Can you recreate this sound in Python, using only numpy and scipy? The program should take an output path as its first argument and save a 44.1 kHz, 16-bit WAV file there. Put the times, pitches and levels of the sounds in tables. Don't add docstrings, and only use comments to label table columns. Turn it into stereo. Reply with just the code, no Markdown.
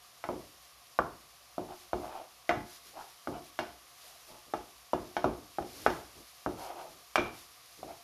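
import sys
import numpy as np
from scipy import signal
from scipy.fft import rfft, irfft, next_fast_len
from scipy.io import wavfile
from scipy.ndimage import uniform_filter1d

SR = 44100
rng = np.random.default_rng(int(sys.argv[2]) if len(sys.argv) > 2 else 0)


def master(y):
    cut = np.clip(np.atleast_2d(y).T, -1, 1)
    pcm = np.round(cut * 32767)
    wavfile.write(sys.argv[1], SR, pcm.astype(np.int16))


N = 354123

# (t/s, force level/dB, contact hardness f/Hz, wood pitch factor, upper wood level/dB,
#   cooktop thud level/dB, pan ring level/dB, bare-metal level/dB,
#   share of the pan's ring time that the resting blade leaves, low cut f/Hz: glancing blows push little bass)
SPATULA_BLOWS = [(0.2401, -9, 2900, 0.98, -3.5, -7, 4.5, -8, 1, 556),
                 (0.289, 3.5, 1100, 0.93, -2.5, -2, -24, -26, 0.79, 243),
                 (.989, 2, 1550, 1.05, 9, -1, -2, -17, 0.93, 382),
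                 (1.581, 2, 860, 1.04, 1.5, -3.5, -6.5, -26, 1, 246),
                 (1.932, 2.5, 1030, 1.11, 2.5, -0.5, -1, -20, 0.84, 237),
                 (2.4927, -3, 2620, 0.92, -5, 1.5, 12, -0.5, 1, 397),
                 (2.511, -6.5, 2380, 1.1, 8.5, 4, 2, -9, 1, 450),
                 (3.273, -2, 1190, 1.16, 2, 3, -8, -21, 0.35, 280),
                 (3.5899, 2.5, 1510, 1.1, -18, -9.5, -1, -6.5, 0.77, 382),
                 (4.5371, 5, 1203, 1.22, -3, -12.5, -6.5, -20, 0.85, 284),
                 (4.9333, 10, 1244, 0.95, -5.5, -7, -8.5, -23.5, 0.79, 287),
                 (5.1667, 3.5, 1480, 1.2, -15, -11, 1, -10.5, .8, 364),
                 (5.2429, 7.5, 1330, 1.01, -1, 0, -7, -19.5, 1, 260),
                 (5.5849, 7.5, 1136, 1.17, -9, -11, -10, -30.5, 0.48, 300),
                 (5.6246, -7, 880, 1.15, -3, -13, -18, -16.5, 1, 214),
                 (5.8635, 15.5, 1980, 1.19, -5.5, -12, -6.5, -18.5, 0.58, 375),
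                 (5.9026, -3.5, 1020, 1, 1, -20, -5, -8, 0.64, 240),
                 (6.462, 1.5, 1056, 1.24, 6, 1, -1.5, -24, 0.84, 285),
                 (7.157, 11, 2670, 1.12, -2, -23, -26, -9, 0.81, 570),
                 (7.1804, 1.5, 1450, 1.3, -1, 1.5, 5.5, -28, 0.62, 280),
                 (7.187, 0, 1460, 0.74, -2, -5, -24, -29, 1, 280),
                 (7.83, -2.5, 900, 1.12, -6, -8, -11, -24, 0.77, 280)]
# (f/Hz, level/dB, t60/s)
WOOD_MODES = [(370, -23, 0.068), (686, -8.5, 0.017), (1070, -1.5, 0.0081), (1297, -4, 0.0071),
              (1900, -38, 0.0019), (2800, -29, 0.0019)]
# (f/Hz, level/dB, full t60/s)
PAN_MODES = [(360, -19.5, .22), (630, -23, .15), (703, -16, .16), (765, -23, .14), (855, -18.5, .13),
             (915, -24.5, .12), (1065, -26, .09), (1280, -26, .11), (1330, -26, .12), (1485, -22.5, .1),
             (1683, -24, .12), (1998, -20.5, .04), (2215, -31, .08), (2795, -38, .07), (3200, -43, .04)]
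# (f/Hz, level/dB, t60/s)
WALL_MODES = [(2240, 0, .1), (2440, -1, .1), (2798, 0, .11), (3173, -4, .11), (3690, -5, .07),
              (4340, -5, .09), (5050, -7, .06), (5560, -4, .07), (6150, -7, .04)]
# (f/Hz, level/dB, t60/s)
RIM_MODES = [(2207, -29, .2), (2322, -20.5, .25), (2348, -21.5, .26), (2362, -12, .035), (2398, -24, .22),
             (2445, -31, .2), (4301, -41, .13)]
# (f/Hz, level/dB, t60/s)
PANEL_MODES = [(60, -36, .4), (233, -23, .16), (304, -13.5, .16), (361, -11.5, .17), (398, -19, .12),
               (445, -22, .1)]
# (f/Hz, relative level/dB)
CABINET_COLOUR = [(25, -27), (42, -6), (62, -2), (110, -2.5), (200, -3), (330, 3.5), (470, -1.5),
                  (700, -3.5), (1500, -21), (4000, -47)]
# (t/s, length/s, level/dB, pan ring level/dB, rub pitch factor,
#   climb over the stroke/octaves, judder depth 0-1)
BLADE_DRAGS = [(1.668, 0.095, -42.5, -1, 1.04, -0.023, .5), (1.99, 0.15, -43, -20, 0.95, .3, 0.56),
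               (2.075, 0.18, -42, -15, 1.014, -0.32, .5), (2.929, 0.13, -43, -10, 1.06, .6, 0.56),
               (3.298, 0.12, -41.5, -9, 0.96, 0, 0.3), (4.011, 0.2, -61, -14, 0.96, 0.021, 0.1),
               (4.26, .15, -59, 2.5, 0.86, 0, 0.3), (6.548, 0.24, -43, -17, 0.98, -0.18, 0.33),
               (6.741, 0.13, -41, -13, 0.97, -.15, 0.4), (6.82, 0.11, -51, -2.5, 0.88, -.3, .6),
               (7.243, 0.051, -27, -18, 1.3, -0.013, 0.2), (7.861, 0.1, -41, -25, 0.93, 0.041, 0.2)]
# (f/Hz, relative level/dB)
RUB_COLOUR = [(150, -40), (260, -25), (365, -8), (460, -16), (570, -6), (640, -5), (715, 2.5), (800, -2),
              (900, -5), (1050, -11), (1300, -12.5), (1600, -20), (1900, -27), (2300, -22), (3200, -25),
              (5000, -42)]
# (t/s, length/s, level/dB)
FOOD_SHOVES = [(2.804, 0.17, -66), (4.261, 0.14, -58.5), (4.449, 0.086, -60), (5.616, 0.39, -54),
               (6.108, 0.17, -55), (6.744, 0.37, -61), (7.761, 0.088, -56)]
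# (f/Hz, relative level/dB)
STEAM_COLOUR = [(400, -25), (1200, -5), (2200, -2.5), (3200, -.7), (5000, 1), (6500, 0), (9000, 0),
                (11500, -4.5), (15500, -6.5)]
# (f/Hz, relative level/dB)
WHIRR_COLOUR = [(20, -46), (45, -21), (60, 3), (85, -21), (120, -5.5), (190, -17), (450, -11.5),
                (600, -5.5), (660, -11.5), (700, 2), (750, -3.5), (870, -11.5), (1150, 0.5), (1450, -13),
                (2500, -11), (8000, -27)]
# (f/Hz, likeness 0-1, phase lead of the left/rad, left minus right level/dB)
MIC_PORTS = [(60, .97, 0, -2), (140, .84, 0, -2), (300, .5, 0, -2), (1100, .4, 0, -1.5), (2500, .2, 0, -1),
             (5000, .2, .3, -4.5), (6700, .35, 3, -3), (8200, .92, 3.1, -1), (9300, .4, 3.2, 0),
             (10000, .1, 4.7, 0), (11500, .9, 6.3, 0), (13300, .2, 7.6, 0), (14600, .92, 9.4, 0)]
# (delay t/s, left gain, right gain)
FIRST_ECHOES = [(.0014, 0.1, 0.22), (.0062, .36, .08), (.0078, -.03, .33), (0.012, .14, .1),
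                (0.0161, .15, .1)]
# (f/Hz, t60/s)
ROOM_DECAY = [(60, 0.52), (300, 0.39), (800, 0.39), (2000, 0.39), (3500, .34), (6000, 0.32), (14000, 0.16)]
# (t/s, level/dB, pitch factor set by where it lands,
#   share of the ring time that the resting blade leaves, rattle depth 0-1)
RIM_GLANCES = [(.2402, -35, .9, .3, .9), (.289, -37, 1.01, .35, .8), (2.4925, -16, .85, .45, .8),
               (7.1575, -10, 1, 1, .45)]
# (f/Hz, relative level/dB)
CRACK_COLOUR = [(80, -50), (400, 17), (1500, 19), (2600, 11.5), (3400, 14), (4300, 0), (5500, 10),
                (8000, -6), (11000, -5), (15000, -48)]
# (t/s, length/s, peak level/dB before the hiss and pop gains)
JUICE_SPITS = [(0.153, 0.44, -62), (1.704, 0.18, -55.5), (1.9, 0.27, -60), (2.654, 0.15, -51.5),
               (2.828, 0.1, -54), (2.932, 0.21, -58), (3.41, 0.11, -58), (3.936, 0.26, -54.5),
               (4.22, 0.14, -55.5), (4.906, 0.3, -61), (5.237, 0.92, -60.5), (5.63, 0.41, -49.5),
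               (6.067, 0.045, -69.5), (6.563, 0.15, -50.5), (7.304, 0.17, -53), (7.61, 0.45, -61.5)]
# (t/s, relative level/dB)
PAN_DROPS = [(2.569, 0), (2.628, -11), (5.601, -3), (5.901, -5), (7.215, -9)]

EDGE_HZ = 15350
RING_T = np.arange(int(.7 * SR)) / SR
DRAG_ATTACK_S, DRAG_RELEASE_S = 0.053, 0.074
SLIPS_PER_S, SLIP_SPREAD_DB, RUB_SHARE = 3000, 1.0, .3
DRAG_GLIDE_OCTAVES = .15
JUDDER_HZ, JUDDER_JITTER = 95, .3
JUDDER_FADE = .3
CHATTER_S, RIM_FREE_S = .006, .24
SIZZLE_DB = -57
JUICE_DB, BOIL_OFF_S = -1, 1
SPUTTER_DB, SPUTTER_S = .6, .04


def amp(db):
    return 10 ** (np.asarray(db) / 20)


def unit(x):
    return x / np.sqrt(np.mean(x ** 2) + 1e-20)


def read(points, hz, axis=1):
    table = np.transpose(points)
    return np.interp(np.log(hz + 1), np.log(table[0] + 1), table[axis])


def add(mix, s, sound):
    part = mix[:, max(round(s * SR), 0):][:, :sound.shape[-1]]
    part += sound[..., :part.shape[-1]]


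def colour(x, points):
    count = x.shape[-1]
    size = next_fast_len(count + SR // 10)
    gain = amp(read(points, np.fft.rfftfreq(size, 1 / SR)))
    return unit(irfft(rfft(x, size) * gain, size)[..., :count])


def ports(pair):
    size = next_fast_len(pair.shape[-1])
    hz = np.fft.rfftfreq(size, 1 / SR)
    shared, other = rfft(pair, size)
    same = np.clip(read(MIC_PORTS, hz), 0, 1)
    lean = amp(read(MIC_PORTS, hz, axis=3) / 2)
    right = same * shared + np.sqrt(1 - same ** 2) * other
    right = right * np.exp(-1j * read(MIC_PORTS, hz, axis=2))
    return irfft(np.array([shared * lean, right / lean]), size)[:, :pair.shape[-1]]


def ring(modes, pitch=1, length=1):
    return sum(amp(db - 60 * RING_T / (t60 * length)) * np.sin(2 * np.pi * hz * pitch * RING_T)
               for hz, db, t60 in modes)


def tail(rise_s):
    noise = ports(rng.standard_normal((2, len(RING_T))))
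    hz, t, bands = signal.stft(noise, SR, nperseg=256)
    fade = amp(-60 * t / read(ROOM_DECAY, hz)[:, None])
    dying = signal.istft(bands * fade, SR, nperseg=256)[1][:, :len(RING_T)]
    swell = 1 - np.exp(-(RING_T / rise_s) ** 2)
    return unit(dying * swell) / np.sqrt(len(RING_T))


def kitchen(x, wet_db, hood_db, hood_t60=0.048, lean_db=1.0):
    room = amp(wet_db) * tail(rise_s=0.015)
    flutter = amp(hood_db) * tail(rise_s=0.00053) * amp(-60 * RING_T / hood_t60)
    paths = room + flutter
    paths[0, 2] += amp(-lean_db)
    paths[1, 0] += amp(lean_db)
    for delay, left, right in FIRST_ECHOES:
        paths[:, round(abs(delay) * SR)] += left, right
    return signal.fftconvolve(x[None], paths, axes=1)


def contact(x, hardness_hz):
    return signal.sosfilt(signal.butter(N=4, Wn=min(hardness_hz, SR / 3), fs=SR, output="sos"), x)


def whirr(level_db=-61):
    return amp(level_db) * colour(ports(rng.standard_normal((2, N))), WHIRR_COLOUR)


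def sizzle(hiss_db=1):
    pops_db, pops_per_s, spread_db = -9, 700, 2.8
    spitting = np.zeros((1, N))
    for start, length, db in JUICE_SPITS:
        add(spitting, start, amp(db) ** 2 * np.hanning(int(length * SR)))
    keep = np.exp(-1 / (BOIL_OFF_S * SR))
    juice = amp(JUICE_DB) ** 2 * signal.lfilter([1 - keep], [1, -keep], spitting)
    power = amp(SIZZLE_DB) ** 2 + spitting + juice

    hiss = colour(ports(rng.standard_normal((2, N))), STEAM_COLOUR)
    pop_gain = amp(spread_db * np.minimum(rng.exponential(1, (2, N)), 5))
    bursts = (rng.random((2, N)) < pops_per_s / SR) * pop_gain
    pops = colour(ports(bursts * rng.choice([-1, 1], (2, N))), STEAM_COLOUR)
    wander = unit(uniform_filter1d(rng.standard_normal(N), int(SPUTTER_S * SR)))
    sputter = amp(SPUTTER_DB * wander)
    return np.sqrt(power) * sputter * (amp(hiss_db) * hiss + amp(pops_db) * pops)


def shoves():
    out = np.zeros((2, N))
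    for s, length, db in FOOD_SHOVES:
        count = int(length * SR)
        rumble = colour(ports(rng.standard_normal((2, count))), CABINET_COLOUR)
        add(out, s, amp(db) * rumble * np.hanning(count))
    return out


def rocks(panel_db=-31, cabinet_db=-44, panel_rise_s=0.0025, hardness_hz=300, settle_t60=.3):
    out = np.zeros((2, N))
    panel = amp(panel_db) * ring(PANEL_MODES) * (1 - np.exp(-RING_T / panel_rise_s))
    for s, db in PAN_DROPS:
        sound = kitchen(panel, wet_db=-24.0, hood_db=-4.0)
        add(sound, 0, amp(cabinet_db) * colour(tail(rise_s=0.0021), CABINET_COLOUR))
        thud = contact(sound[:, :len(RING_T)], hardness_hz)
        add(out, s, amp(db - 60 * RING_T / settle_t60) * thud)
    return out


def judder(t, depth):
    wander = unit(uniform_filter1d(rng.standard_normal(len(t)), int(SR / JUDDER_HZ)))
    turns = np.cumsum(JUDDER_HZ * (1 + JUDDER_JITTER * wander)) / SR
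    slides = unit(np.exp(-(turns % 1) / JUDDER_FADE))
    depth = np.clip(depth, 0, 1)
    return unit(1 - depth + depth * slides)


def drags(room_db=-8):
    out = np.zeros((2, N))
    pan = ring(PAN_MODES[:8])
    pan /= np.linalg.norm(pan)
    for s, length, db, ring_db, pitch, climb, depth in BLADE_DRAGS:
        t = np.arange(0, length, 1 / SR)
        speed = np.minimum(t / DRAG_ATTACK_S, 1) * np.minimum((length - t) / DRAG_RELEASE_S, 1)
        slip_gain = amp(SLIP_SPREAD_DB * rng.standard_normal((2, len(t))))
        slips = (rng.random((2, len(t))) < SLIPS_PER_S / SR) * slip_gain
        friction = unit(slips - slips.mean() + RUB_SHARE * rng.standard_normal((2, len(t))))
        friction = judder(t, depth) * friction

        glide = DRAG_GLIDE_OCTAVES * (np.sin(np.pi * t / length) - np.pi / 4)
        travel = np.cumsum(2 ** (climb * (t / length - .5) + glide)) / SR
        rub = colour(ports(friction), [(hz * pitch, level) for hz, level in RUB_COLOUR])
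        rub = speed * np.array([np.interp(travel, t, side) for side in rub])
        metal = amp(ring_db) * signal.fftconvolve(speed * friction[0], pan)
        add(out, s, amp(db) * rub)
        add(out, s, amp(db + room_db) * signal.fftconvolve(rub, tail(rise_s=0.0025), axes=1))
        add(out, s, amp(db) * kitchen(metal, wet_db=-11, hood_db=-12))
    return out


def rim():
    out = np.zeros((2, N))
    settle = 1 / (1 + (RING_T / RIM_FREE_S) ** 8)
    for s, db, pitch, length, rattle in RIM_GLANCES:
        wander = unit(uniform_filter1d(rng.standard_normal(len(RING_T)), int(CHATTER_S * SR)))
        ping = ring(RIM_MODES, pitch, length) * (1 + rattle * wander) * settle
        add(out, s, amp(db) * kitchen(ping, wet_db=-10, hood_db=-6))
    return out


def crack(crack_t60=0.012):
    t = RING_T[:SR // 20]
    fade = amp(-60 * t / crack_t60)
    phase = np.angle(rfft(rng.standard_normal(len(t)) * fade))
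    even = irfft(np.exp(1j * phase), len(t))
    burst = colour(even, CRACK_COLOUR) * np.sqrt(fade)
    return burst * np.linalg.norm(fade) / np.linalg.norm(burst)


def tick():
    t = RING_T[:SR // 50]
    return contact(rng.standard_normal(len(t)), 14000) * amp(-60 * t / .004)


def blows(wood_db=-21.0, pan_db=-19.5, wall_db=-41, panel_db=-20, cabinet_db=-50.5, crack_db=-23.0,
          tick_db=-28.5, panel_rise_s=0.0076):
    out = np.zeros((2, N))
    for (s, force_db, hardness_hz, pitch, upper_db, thud_db, ring_db, bare_db,
         ring_share, low_hz) in SPATULA_BLOWS:
        radiation = signal.butter(2, low_hz, "high", fs=SR, output="sos")
        wood = ring(WOOD_MODES[:2], pitch) + amp(upper_db) * ring(WOOD_MODES[2:], pitch)
        wood = amp(wood_db) * signal.sosfilt(radiation, wood)
        metal = signal.sosfilt(radiation, ring(PAN_MODES, length=ring_share))
        metal = amp(pan_db + ring_db) * metal
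        panel = amp(panel_db + thud_db) * ring(PANEL_MODES) * (1 - np.exp(-RING_T / panel_rise_s))

        body = kitchen(wood, wet_db=-9.0, hood_db=7.0)
        body += kitchen(panel, wet_db=-10, hood_db=-1.5)
        body += kitchen(metal, wet_db=-7, hood_db=7)
        add(body, 0, amp(cabinet_db + thud_db) * colour(tail(rise_s=0.0067), CABINET_COLOUR))
        add(out, s, amp(force_db) * contact(body, hardness_hz))

        bare_force_db = force_db + bare_db
        add(out, s, amp(bare_force_db + crack_db) * kitchen(crack(), wet_db=-3, hood_db=8.5))
        add(out, s, amp(bare_force_db + wall_db) * kitchen(ring(WALL_MODES), wet_db=-8, hood_db=6))
        add(out, s, amp(bare_force_db + tick_db) * kitchen(tick(), wet_db=-27, hood_db=7))
    return out


def scene():
    return whirr() + sizzle() + shoves() + rocks() + drags() + rim() + blows()


def record(dry):
    lowpass = signal.firwin(401, EDGE_HZ, window=("kaiser", 8), fs=SR)
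    return signal.oaconvolve(dry, lowpass[None], "same")


dry = scene()
out = record(dry)
master(out)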